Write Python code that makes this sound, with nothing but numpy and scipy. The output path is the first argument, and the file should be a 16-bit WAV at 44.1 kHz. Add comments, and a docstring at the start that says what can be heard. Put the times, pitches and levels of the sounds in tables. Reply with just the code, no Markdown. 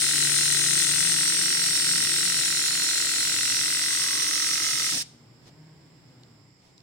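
"""A small electric piston compressor runs in a car's engine bay in a garage, heard from close above.
Its valves give a double puff on every turn, exciting the resonances of the pump head; the motor hums
and the casing rattles over a low throb. Escaping air makes a loud turbulent hiss that rings the metal.
After five seconds the pump stalls with a soft thud and the hiss shuts off, leaving a few small
handling sounds, a far engine and the faint noise of the garage."""
import sys
import numpy as np
from scipy import signal
from scipy.fft import rfft, irfft, next_fast_len
from scipy.io import wavfile

SR = 44100
rng = np.random.default_rng(int(sys.argv[2]) if len(sys.argv) > 2 else 0)


def transcribe(signal):
    """Save signal, clipped to [-1, 1], as a 16-bit WAV file at the path in sys.argv[1]."""
    frames = np.atleast_2d(signal).T
    limited = np.clip(frames, -1, 1)
    pcm = np.round(limited * 32767).astype(np.int16)
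    wavfile.write(sys.argv[1], SR, pcm)


N = 300762
TIME = np.arange(N) / SR
HZ = np.maximum(np.fft.rfftfreq(N, 1 / SR), 1)
STALL_S = 4.87
GEAR_RATIO = 3.365  # motor turns per crank turn
PORT_LAG_S = .00014  # sound reaches the microphone's left port first


# Crank speed before the run-down: time_s, speed_hz
CRANK_SPEED = [(0.0, 43.443), (0.3, 43.616), (0.62, 43.551), (1.0, 43.992), (1.4, 44.14), (1.9, 43.973),
               (2.45, 44.113), (3.1, 44.109), (3.55, 44.241), (3.95, 44.482), (4.25, 44.388),
               (4.45, 45.023), (4.65, 45.43), (4.87, 44.713)]

def compressor(coast_s=0.096, puff_coast_s=0.088, start_turn=.122):
    """Periodic forcing: one crank times valves and casing; its speed decays exponentially at the stall."""
    effort = np.exp(-since(STALL_S) / coast_s)
    turns = start_turn + np.cumsum(effort * in_time(CRANK_SPEED)[0]) / SR
    puff_fade = np.exp(-(since(STALL_S) / puff_coast_s) ** 2)
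    valves = amp(heard_db(-37.5, falloff=1)) * valve_puffs(turns) + valve_snaps(turns)
    return puff_fade * valves + effort * (casing(turns) + throb()) + stall_thud() + air_jet(turns)


# Modes of the pump head: centre_hz, width_hz, level_db, pan_db
HEAD_MODES = [(1022, 31, -19, 9.5), (1375, 145, -3.5, 14.5), (1600, 140, -1, 1), (1804, 1100, -10, 20.5),
              (1885, 115, -.5, 13), (1978, 206, -8.5, -7.5)]
# Cavities between pump, panels and a reaching arm: peak_s, spread_s, centre_hz, width_hz, level_db, pan_db
CAVITIES = [(.8, 0.32, 1850, 220, -15, -25), (3.5, 0.75, 1446, 300, -13.5, 7),
            (3.947, 0.45, 1994, 200, -9, 6), (4.11, 0.23, 1105, 35, -12.5, 2),
            (4.5, 0.32, 1182, 70, -14, 10), (4.7, 0.61, 1280, 131, -3.5, 5),
            (4.701, 0.21, 2074, 169.7, -7, -4)]

def valve_puffs(turns, gap_s=0.001735, jitter_s=.000014, uneven_db=0.5):
    """Impulse excitation: two opposite puffs per turn ring head and cavities, and echo round the bay."""
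    strokes = TIME[1:][np.diff(np.floor(turns)) > 0]
    chance = rng.standard_normal((len(strokes), 4))
    puffs = np.zeros(N)
    for k, (lead_s, sign) in enumerate([(gap_s, -1), (0, 1)]):
        at = ((strokes - lead_s + jitter_s * chance[:, k]) * SR).astype(int)
        puffs[at] += sign * amp(uneven_db * chance[:, k + 2])
    puffs += air_rasp(puffs, strength=0.025, decay_s=0.0014)
    puffs = cut(cut(puffs, 1460, "high", order=5), 2100, "low", order=4)
    head = unit(sum(pan(side) * amp(db) * unit(resonate(puffs, hz, width))
                    for hz, width, db, side in HEAD_MODES))
    for peak_s, spread_s, hz, width, db, side in CAVITIES:
        cavity = resonate(resonate(puffs, hz, width), hz, width)
        head += amp(db) * swell(peak_s, spread_s) * unit(pan(side) * cavity)
    head[1] = np.interp(TIME - PORT_LAG_S / 2, TIME, head[1])
    return unit(head + amp(-8) * echoes(head, t60_s=0.074, delay_s=0.0011))


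# Modes of the outlet valve: centre_hz, width_hz, level_db, pan_db, lead_s
VALVE_MODES = [(2610, 1430, -49.5, 13, 0.00101), (2714, 260, -48.5, -18, 0.000065),
               (3890, 1100, -47, -9, .0006)]

def valve_snaps(turns, uneven_db=0.5):
    """Impact: the outlet valve snaps shut once a turn and rings, with a short spit of air."""
    closings = np.diff(np.floor(turns), prepend=0) * amp(uneven_db * rng.standard_normal(N))
    closings += air_rasp(closings, strength=0.11, decay_s=.0006)
    out = 0
    for hz, width, db, side, lead_s in VALVE_MODES:
        ring = resonate(resonate(closings, hz, width), hz, width)
        out += amp(db) * unit(pan(side) * np.interp(TIME + lead_s, TIME, ring))
    facing_db = 5.5 * swell(3.48, 0.13)  # the microphone briefly faces the pump head
    return out * amp(heard_db(facing_db, falloff=1.2))


def air_rasp(pulses, strength, decay_s):
    """Flow noise: an exponentially decaying burst of air follows each pulse."""
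    envelope = signal.lfilter([1], [1, -np.exp(-1 / (decay_s * SR))], abs(pulses) + 1e-18)
    return strength * rng.standard_normal(N) * envelope


# Shaking of the casing: crank_harmonic, level_db
SHAKE_HARMONICS = [(3, -1.5), (4, -3), (5, -1.5), (6, 0), (7, -3), (8, -13.5), (9, -9), (10, -1.5),
                   (11, -6), (12, -5.5), (13, -3.5), (14, -13.5), (15, -7)]
# Rattle of loose parts: frequency_hz, density_db
RATTLE_SPECTRUM = [(30, -15), (75, -12.5), (115, -7), (150, -4), (200, -11), (310, 3.5), (420, -5.5),
                   (540, -7.5), (720, -7.5), (1100, -24)]
# A rough resonance of the casing: centre_hz, width_hz, level_db, pan_db
CASING_MODE = (348.5, 83, -1.5, 10.5)

def casing(turns, hum_rise_s=0.089):
    """Forced vibration: the crank shakes the casing, the geared motor hums, loose parts rattle."""
    shake = sum(amp(db + 2 * drift(3.73)) * np.sin(2 * np.pi * (k * turns + rng.random()))
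                for k, db in SHAKE_HARMONICS)
    rotor_phase = 2 * np.pi * GEAR_RATIO * turns + 0.201 * drift(4)
    hum_db = heard_db(-43.5, falloff=8.4) - 10 * np.exp(-TIME / hum_rise_s)  # strong only very close
    hum = amp(hum_db + drift(2.97)) * np.sin(rotor_phase)
    overtone = amp(-3 + 1.24 * drift(7.1)) * np.sin(2 * rotor_phase)
    rattle = amp(-3) * coloured(RATTLE_SPECTRUM)
    buzz = amp(heard_db(-48, falloff=0.96)) * (overtone + rattle)
    body = amp(heard_db(-53.5, falloff=4)) * ringing_noise([CASING_MODE], coherence=0.94)
    return pan(1.7) * (hum + amp(-60.5) * shake + buzz + body)


# Rocking of the pump on its feet: pitch_hz, level_db
ROCKING_MODES = [(158, -47), (262, -45)]
# Thud of the stopping pump: frequency_hz, density_db
THUD_SPECTRUM = [(60, -37), (115, -12), (158, -6), (205, -4), (262, -1), (310, 1), (450, -8), (1000, -13),
                 (2500, -42)]

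def stall_thud():
    """Reaction force: the stopping piston rocks the pump on its feet with a soft thud."""
    rocking = sum(amp(db) * np.sin(2 * np.pi * (hz * TIME + rng.random())) for hz, db in ROCKING_MODES)
    return swell(4.958, 0.031) * (rocking + amp(-43.5) * coloured(THUD_SPECTRUM))


# Broad hiss of the jet: frequency_hz, left_db, right_db
JET_SPECTRUM = [(100, -41.5, -39), (861, -24, -21), (1270, -13.5, -15.5), (1950, -8.5, -5.5),
                (2330, -9.5, -10), (2700, -5.5, -3.5), (3200, -4.5, -5.5), (3600, -9, -1), (4100, -5.5, -3),
                (4850, -6, -5), (6200, -6.5, -10.5), (7800, -7, -13.5), (10140, -2, -12.5),
                (10800, -8, -21), (12600, -13.9, -19), (13640, -17.5, -18), (15600, -15.5, -17.5)]

def air_jet(turns, sag_s=4.96, sag_db_per_s=60, shut_s=5.025, shut_db_per_s=1600, coherence=0.34):
    """Turbulence: escaping air hisses, lightly chopped by the motor, until the flow sags and shuts off."""
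    broad = amp(heard_db(-31.5, falloff=1)) * noise(spectrum_gain(JET_SPECTRUM), coherence, PORT_LAG_S)
    hiss = panel_reflections(broad + metal_resonances(coherence))
    flow_db = -sag_db_per_s * since(sag_s) - shut_db_per_s * since(shut_s)
    flutter_db = 0.62 * drift(74)
    chop_db = 0.8 * np.sin(2 * np.pi * GEAR_RATIO * turns)
    hiss *= amp(flow_db + flutter_db + chop_db)
    # the middle of the hiss lingers in the metal
    metal = resonate(rng.standard_normal(N), hz=4030, width_hz=2600)
    metal = unit(cut(metal, 6500, "low", order=4))
    return hiss + echoes(amp(-48 + flow_db) * metal, t60_s=0.42, delay_s=0.00275)


# Modes of the metal round the jet: centre_hz, width_hz, level_db, pan_db, falloff
METAL_MODES = [(3700, 430, -39, 6, 0.4), (4160, 530, -33.5, -15.5, 1.5), (5260, 323, -30.5, -21.5, 1),
               (5666, 460, -33.5, -18.5, -0.96), (6740, 338, -35.5, 16, 9.5), (7460, 481, -34.5, 9, 3),
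               (8220, 690, -28.0, 24, 4), (8850, 283, -27.5, 20.5, 3.5), (9295, 299, -31, 22.5, 3)]
# Resonances that pass as microphone and hand move:
# peak_s, spread_s, centre_hz, glide_hz_per_s, width_hz, level_db, pan_db
PASSING_MODES = [(0.311, 0.475, 4140, -76.5, 252, -32.5, -8.5), (0.61, 0.48, 3636, -70, 327, -37.5, -2.5),
                 (0.629, 0.67, 6150, 96.5, 752, -30.5, 14), (1.11, 0.3, 8340, -158, 443, -26, 27.5),
                 (1.611, 0.6, 4510, -12, 152, -33.5, -4.5), (1.72, 0.407, 7310, -72, 287, -36.5, 5.5),
                 (1.771, 0.36, 6450, -32, 158, -46.5, -4), (1.819, 0.7, 5690, 50, 373, -29.5, -24),
                 (2.03, 0.37, 8140, -88, 242, -27.5, 30), (2.78, 0.41, 9080, 4, 255, -41, 12),
                 (2.814, 0.58, 4213, 97, 354, -30, -15), (2.85, 0.45, 8120, 172, 339, -40, 4),
                 (2.88, 0.58, 6840, 20, 340, -32, 20), (3.02, 0.52, 7297, 21, 322, -34, 1),
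                 (3.16, 0.38, 7830, 66, 388, -32.7, 18), (3.39, 0.51, 3940, -16, 468, -39, 15),
                 (3.528, 0.12, 5670, 174, 770, -31, -9), (3.902, 0.39, 8260, 451, 509, -30, 16),
                 (3.928, 0.081, 6570, 869, 244, -34.0, 8.5), (3.96, 0.44, 4580, -47, 194, -36.5, -3),
                 (4.544, 0.62, 5700, -63, 395, -31, -16), (4.59, 0.55, 6560, 55, 330, -33, 1),
                 (4.66, 0.31, 9290, -24, 114, -47, 21), (4.69, 0.25, 8300, 23, 338, -36.5, 5),
                 (4.74, 0.4, 4600, -29, 224, -35, -4), (4.8, 0.3, 7480, 40, 298, -37, -2)]

def metal_resonances(coherence):
    """Broadband excitation: eddies ring the metal; some resonances stay, others swell, slide and fade."""
    eddies = [noise(1, coherence, PORT_LAG_S) for _ in range(4)]  # neighbours get different eddies
    eddies = [eddy / eddy.std() for eddy in eddies]
    out = 0
    for k, (hz, width, db, side, falloff) in enumerate(METAL_MODES):
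        out += amp(heard_db(db, falloff)) * sliding_band(eddies[k % 2], np.full(N, hz), width, side)
    for k, (peak_s, spread_s, hz, glide, width, db, side) in enumerate(PASSING_MODES):
        on = abs(TIME - peak_s) < 3 * spread_s
        centre_hz = hz + glide * (TIME[on] - peak_s)
        band = sliding_band(eddies[2 + k % 2][:, on], centre_hz, width, side)
        out[:, on] += amp(db) * swell(peak_s, spread_s)[on] * band
    return out


def panel_reflections(x, strength=0.16, sway_s=.00008, count=5):
    """Comb filtering: panels return copies whose delays sway with the hand-held microphone."""
    out = x.copy()
    for side in range(2):
        for delay_s in np.linspace(.0012, .0065, count) * rng.uniform(.85, 1.15, count):
            path_s = delay_s + sway_s * np.interp(TIME, np.arange(8), rng.standard_normal(8))
            out[side] += strength * np.interp(TIME - path_s, TIME, x[side], left=0)
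    return out / np.sqrt(1 + count * strength ** 2 * 0.32)


# The microphone draws back from the pump: time_s, distance_m
MIC_DISTANCE = [(0, 0.29), (.8, 0.29), (1.45, 0.33), (2.3, 0.33), (2.85, 0.37), (3.6, 0.37), (4.9, 0.4)]

def heard_db(db, falloff, reference_m=.3):
    """Distance law: pressure falls as 1 / distance ** falloff; a falloff of 1 is spherical spreading."""
    return db - falloff * 20 * np.log10(in_time(MIC_DISTANCE)[0] / reference_m)


# Overtones of the low throb: harmonic, level_db
THROB_HARMONICS = [(3, -32), (4, -6.5), (5, -5), (6, -1), (7, -9.5), (8, -9.5), (9, -12.5), (11, -12.5),
                   (12, -4.5), (13, -12), (15, -14)]

def throb(rate_hz=28.8, rise_s=0.24, fade_s=2.26, fade_db_per_s=17.5):
    """Missing fundamental: overtones beat at their common spacing, build up, then die away."""
    cycles = rate_hz * TIME + 0.017 * drift(3.3)
    tones = sum(amp(db + 4 * drift(4)) * np.sin(2 * np.pi * (k * cycles + rng.random()))
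                for k, db in THROB_HARMONICS)
    rise = 1 - np.exp(-TIME / rise_s)
    return rise * amp(-50 - fade_db_per_s * since(fade_s)) * tones


# Strokes of hand and sleeve: peak_s, level_db, spread_s
BRUSH_STROKES = [(5.437, -65, 0.021), (5.48, -53.5, 0.013), (6.1, -70, 0.027), (6.66, -63.5, 0.046)]
# Their friction noise: frequency_hz, density_db
BRUSH_SPECTRUM = [(200, 1.5), (650, 1.5), (1400, -9), (5000, -6), (9000, -18), (15000, -27)]
# Small ticks: start_s, level_db, centre_hz
DRY_TICKS = [(6.2345, -38, 3670), (6.7794, -39, 4300), (6.804, -45, 4100)]

def handling(tick_decay_s=0.0018):
    """Friction and damped transients: hand and sleeve brush softly among a few dry ticks."""
    strokes = sum(amp(db) * swell(peak_s, spread_s) for peak_s, db, spread_s in BRUSH_STROKES)
    out = strokes * coloured(BRUSH_SPECTRUM)
    for start_s, db, hz in DRY_TICKS:
        burst = rng.standard_normal((2, N)) * (TIME >= start_s) * np.exp(-since(start_s) / tick_decay_s)
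        out += amp(db + 3.5) * resonate(resonate(burst, hz, width_hz=2600), hz, width_hz=3200)
    return out


# Revs of the far engine: time_s, pitch_hz, level_db
ENGINE_REVS = [(3.15, 105.6, -67), (3.35, 112.9, -49), (3.5, 122, -44), (3.7, 113, -62), (4.95, 129.3, -65),
               (5.1, 122.4, -51.5), (5.25, 112.3, -53.5), (5.4, 124.9, -56), (5.55, 150, -51),
               (5.8, 164, -53), (5.95, 156.6, -58), (6.08, 124, -55), (6.22, 123.3, -50), (6.42, 108, -55),
               (6.55, 108.4, -70.5)]
# Its timbre: harmonic, level_db
ENGINE_HARMONICS = [(1, -1), (2, -9.5), (3, -26.5), (4, -19), (5, -25.5), (6, -20.5), (7, -22), (10, -23),
                    (11, -28), (12, -23.5), (13, -25.5)]

def far_engine(waver=0.018):
    """Harmonic series: a distant engine's tone rises and falls with each rev, blurred by echoes."""
    pitch_hz, rev_db = in_time(ENGINE_REVS)
    phase = 2 * np.pi * np.cumsum(pitch_hz * (1 + waver * drift(18.7))) / SR
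    tone = sum(amp(db + 2.5 * drift(18.2)) * np.sin(k * phase) for k, db in ENGINE_HARMONICS)
    tone *= amp(rev_db - 3.5)
    return tone + amp(-7) * echoes(tone, t60_s=0.53, delay_s=.02)[0]


def garage_reverb(near):
    """Reverberation: the garage returns a diffuse, band-limited tail of the compressor."""
    tail = echoes(near.mean(axis=0), t60_s=0.45, delay_s=0.0054)
    return amp(-15.5) * cut(cut(tail, 9100, "low", order=2), 2190, "high", order=1)


# Noise of the still garage: frequency_hz, density_db
AMBIENT_SPECTRUM = [(15, -48.5), (25, -30), (59, -15), (97, -7), (137, 3.5), (223, -11), (285, -5.5),
                    (503, -15.5), (1370, -23), (4490, -26.5), (5280, -26.5), (6210, -40.5), (7510, -30),
                    (10700, -42.5), (16000, -39)]
# Narrow bands in the background hiss: centre_hz, width_hz, level_db, pan_db
AMBIENT_BANDS = [(5130, 540, -70, -24), (7380, 520, -75, 2.5), (2080, 370, -76.5, -8),
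                 (908, 240, -76.5, 8.5)]

def garage_ambience():
    """Noise floor: a broad, faint noise that dips briefly near the end, plus steady narrow bands."""
    level_db = -56 - 5 * swell(6.61, 0.14)
    return amp(level_db) * coloured(AMBIENT_SPECTRUM) + ringing_noise(AMBIENT_BANDS)


def amp(db):
    """Decibels to amplitude gain."""
    return 10 ** (np.asarray(db) / 20)


def unit(x):
    """Normalisation to rms 1; a stereo pair by the mean of its sides."""
    return x / np.sqrt(np.mean(np.atleast_2d(x).mean(axis=0) ** 2) + 1e-20)


def pan(db):
    """Stereo gains for a level difference, left minus right."""
    return amp(np.array([[db], [-db]]) / 2)


def swell(peak_s, spread_s):
    """Gaussian envelope."""
    return np.exp(-.5 * ((TIME - peak_s) / spread_s) ** 2)


def since(start_s):
    """Seconds elapsed after a moment; zero before it."""
    return np.maximum(TIME - start_s, 0)


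def in_time(rows):
    """Linear interpolation of each column at every sample."""
    times, *columns = np.transpose(rows)
    return [np.interp(TIME, times, column) for column in columns]


def drift(rate_hz, hop=32):
    """Random modulation: low-passed noise of rms 1."""
    hz = np.fft.rfftfreq(next_fast_len(N // hop + 1, real=True), hop / SR)
    slow = irfft(rfft(rng.standard_normal(2 * len(hz) - 2)) / (1 + (hz / rate_hz) ** 4))
    return unit(np.interp(np.arange(N) / hop, np.arange(len(slow)), slow))


def spectrum_gain(rows):
    """Spectral envelope over log frequency, from one column of dB or one for each side."""
    hz, *sides = np.transpose(rows)
    return amp([np.interp(np.log(HZ), np.log(hz), db) for db in sides])


def noise(gain, coherence=0, lag_s=0):
    """Partly coherent stereo noise of rms 1, shaped by gain; the shared part lags on the right."""
    shared = rfft(rng.standard_normal(N)) * np.exp(-2j * np.pi * HZ * np.array([[0], [lag_s]]))
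    separate = rfft(rng.standard_normal((2, N)))
    white = np.sqrt(1 - coherence) * separate + np.sqrt(coherence) * shared
    return unit(irfft(white * gain, N))


def coloured(rows, coherent_below_hz=450):
    """Diffuse noise of a tabled spectrum: long waves reach both sides alike."""
    return noise(spectrum_gain(rows), 1 / (1 + (HZ / coherent_below_hz) ** 2))


def ringing_noise(bands, coherence=0):
    """Power addition: noise in steep-sided resonances, each placed between left and right."""
    power = 0
    for hz, width, db, side in bands:
        shape = 1 / (1 + ((HZ - hz) / (width * 0.9)) ** 2) ** 3
        power += amp(db) ** 2 * pan(side) ** 2 / np.sum(pan(side) ** 2) * shape / shape.sum()
    return np.sqrt(power.sum()) * noise(np.sqrt(power), coherence, PORT_LAG_S)


def sliding_band(white, hz, width_hz, pan_db):
    """Heterodyne filter: a noise band whose centre follows a curve; total power 1 over both sides."""
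    carrier = np.exp(2j * np.pi * np.cumsum(hz) / SR)
    band = 2 * np.real(carrier * cut(white * carrier.conj(), width_hz / 2, "low", order=2))
    return band * np.sqrt(SR / 2 / width_hz) * pan(pan_db) / np.linalg.norm(pan(pan_db))


def resonate(x, hz, width_hz):
    """Two-pole resonance with peak gain 1."""
    radius = np.exp(-np.pi * width_hz / SR)
    feedback = [1, -2 * radius * np.cos(2 * np.pi * hz / SR), radius ** 2]
    return signal.lfilter(np.array([1, 0, -1]) * (1 - radius ** 2) / 2, feedback, x + 1e-18)


def cut(x, hz, kind, order):
    """Maximally flat high- or low-pass."""
    return signal.sosfilt(signal.butter(order, hz, kind, fs=SR, output="sos"), x)


def echoes(x, t60_s, delay_s):
    """Convolution with dense, decaying reflections of unit energy, different on each side."""
    t = TIME[:SR]
    tail = rng.standard_normal((2, SR)) * np.exp(-np.log(1000) * t / t60_s) * (t > delay_s)
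    tail /= np.sqrt(np.mean(np.sum(tail ** 2, axis=1)))
    return signal.fftconvolve(np.atleast_2d(x), tail, axes=1)[:, :N]


def scene():
    """Superposition: the compressor and its reverberation over the quiet background."""
    near = compressor()
    return near + garage_reverb(near) + garage_ambience() + far_engine() + handling()


def record(dry, cutoff_hz=15900):
    """Band limiting: an elliptic low-pass cuts the top steeply."""
    return signal.sosfilt(signal.ellip(12, .1, 80, cutoff_hz, fs=SR, output="sos"), dry)


dry = scene()
out = record(dry)
transcribe(out)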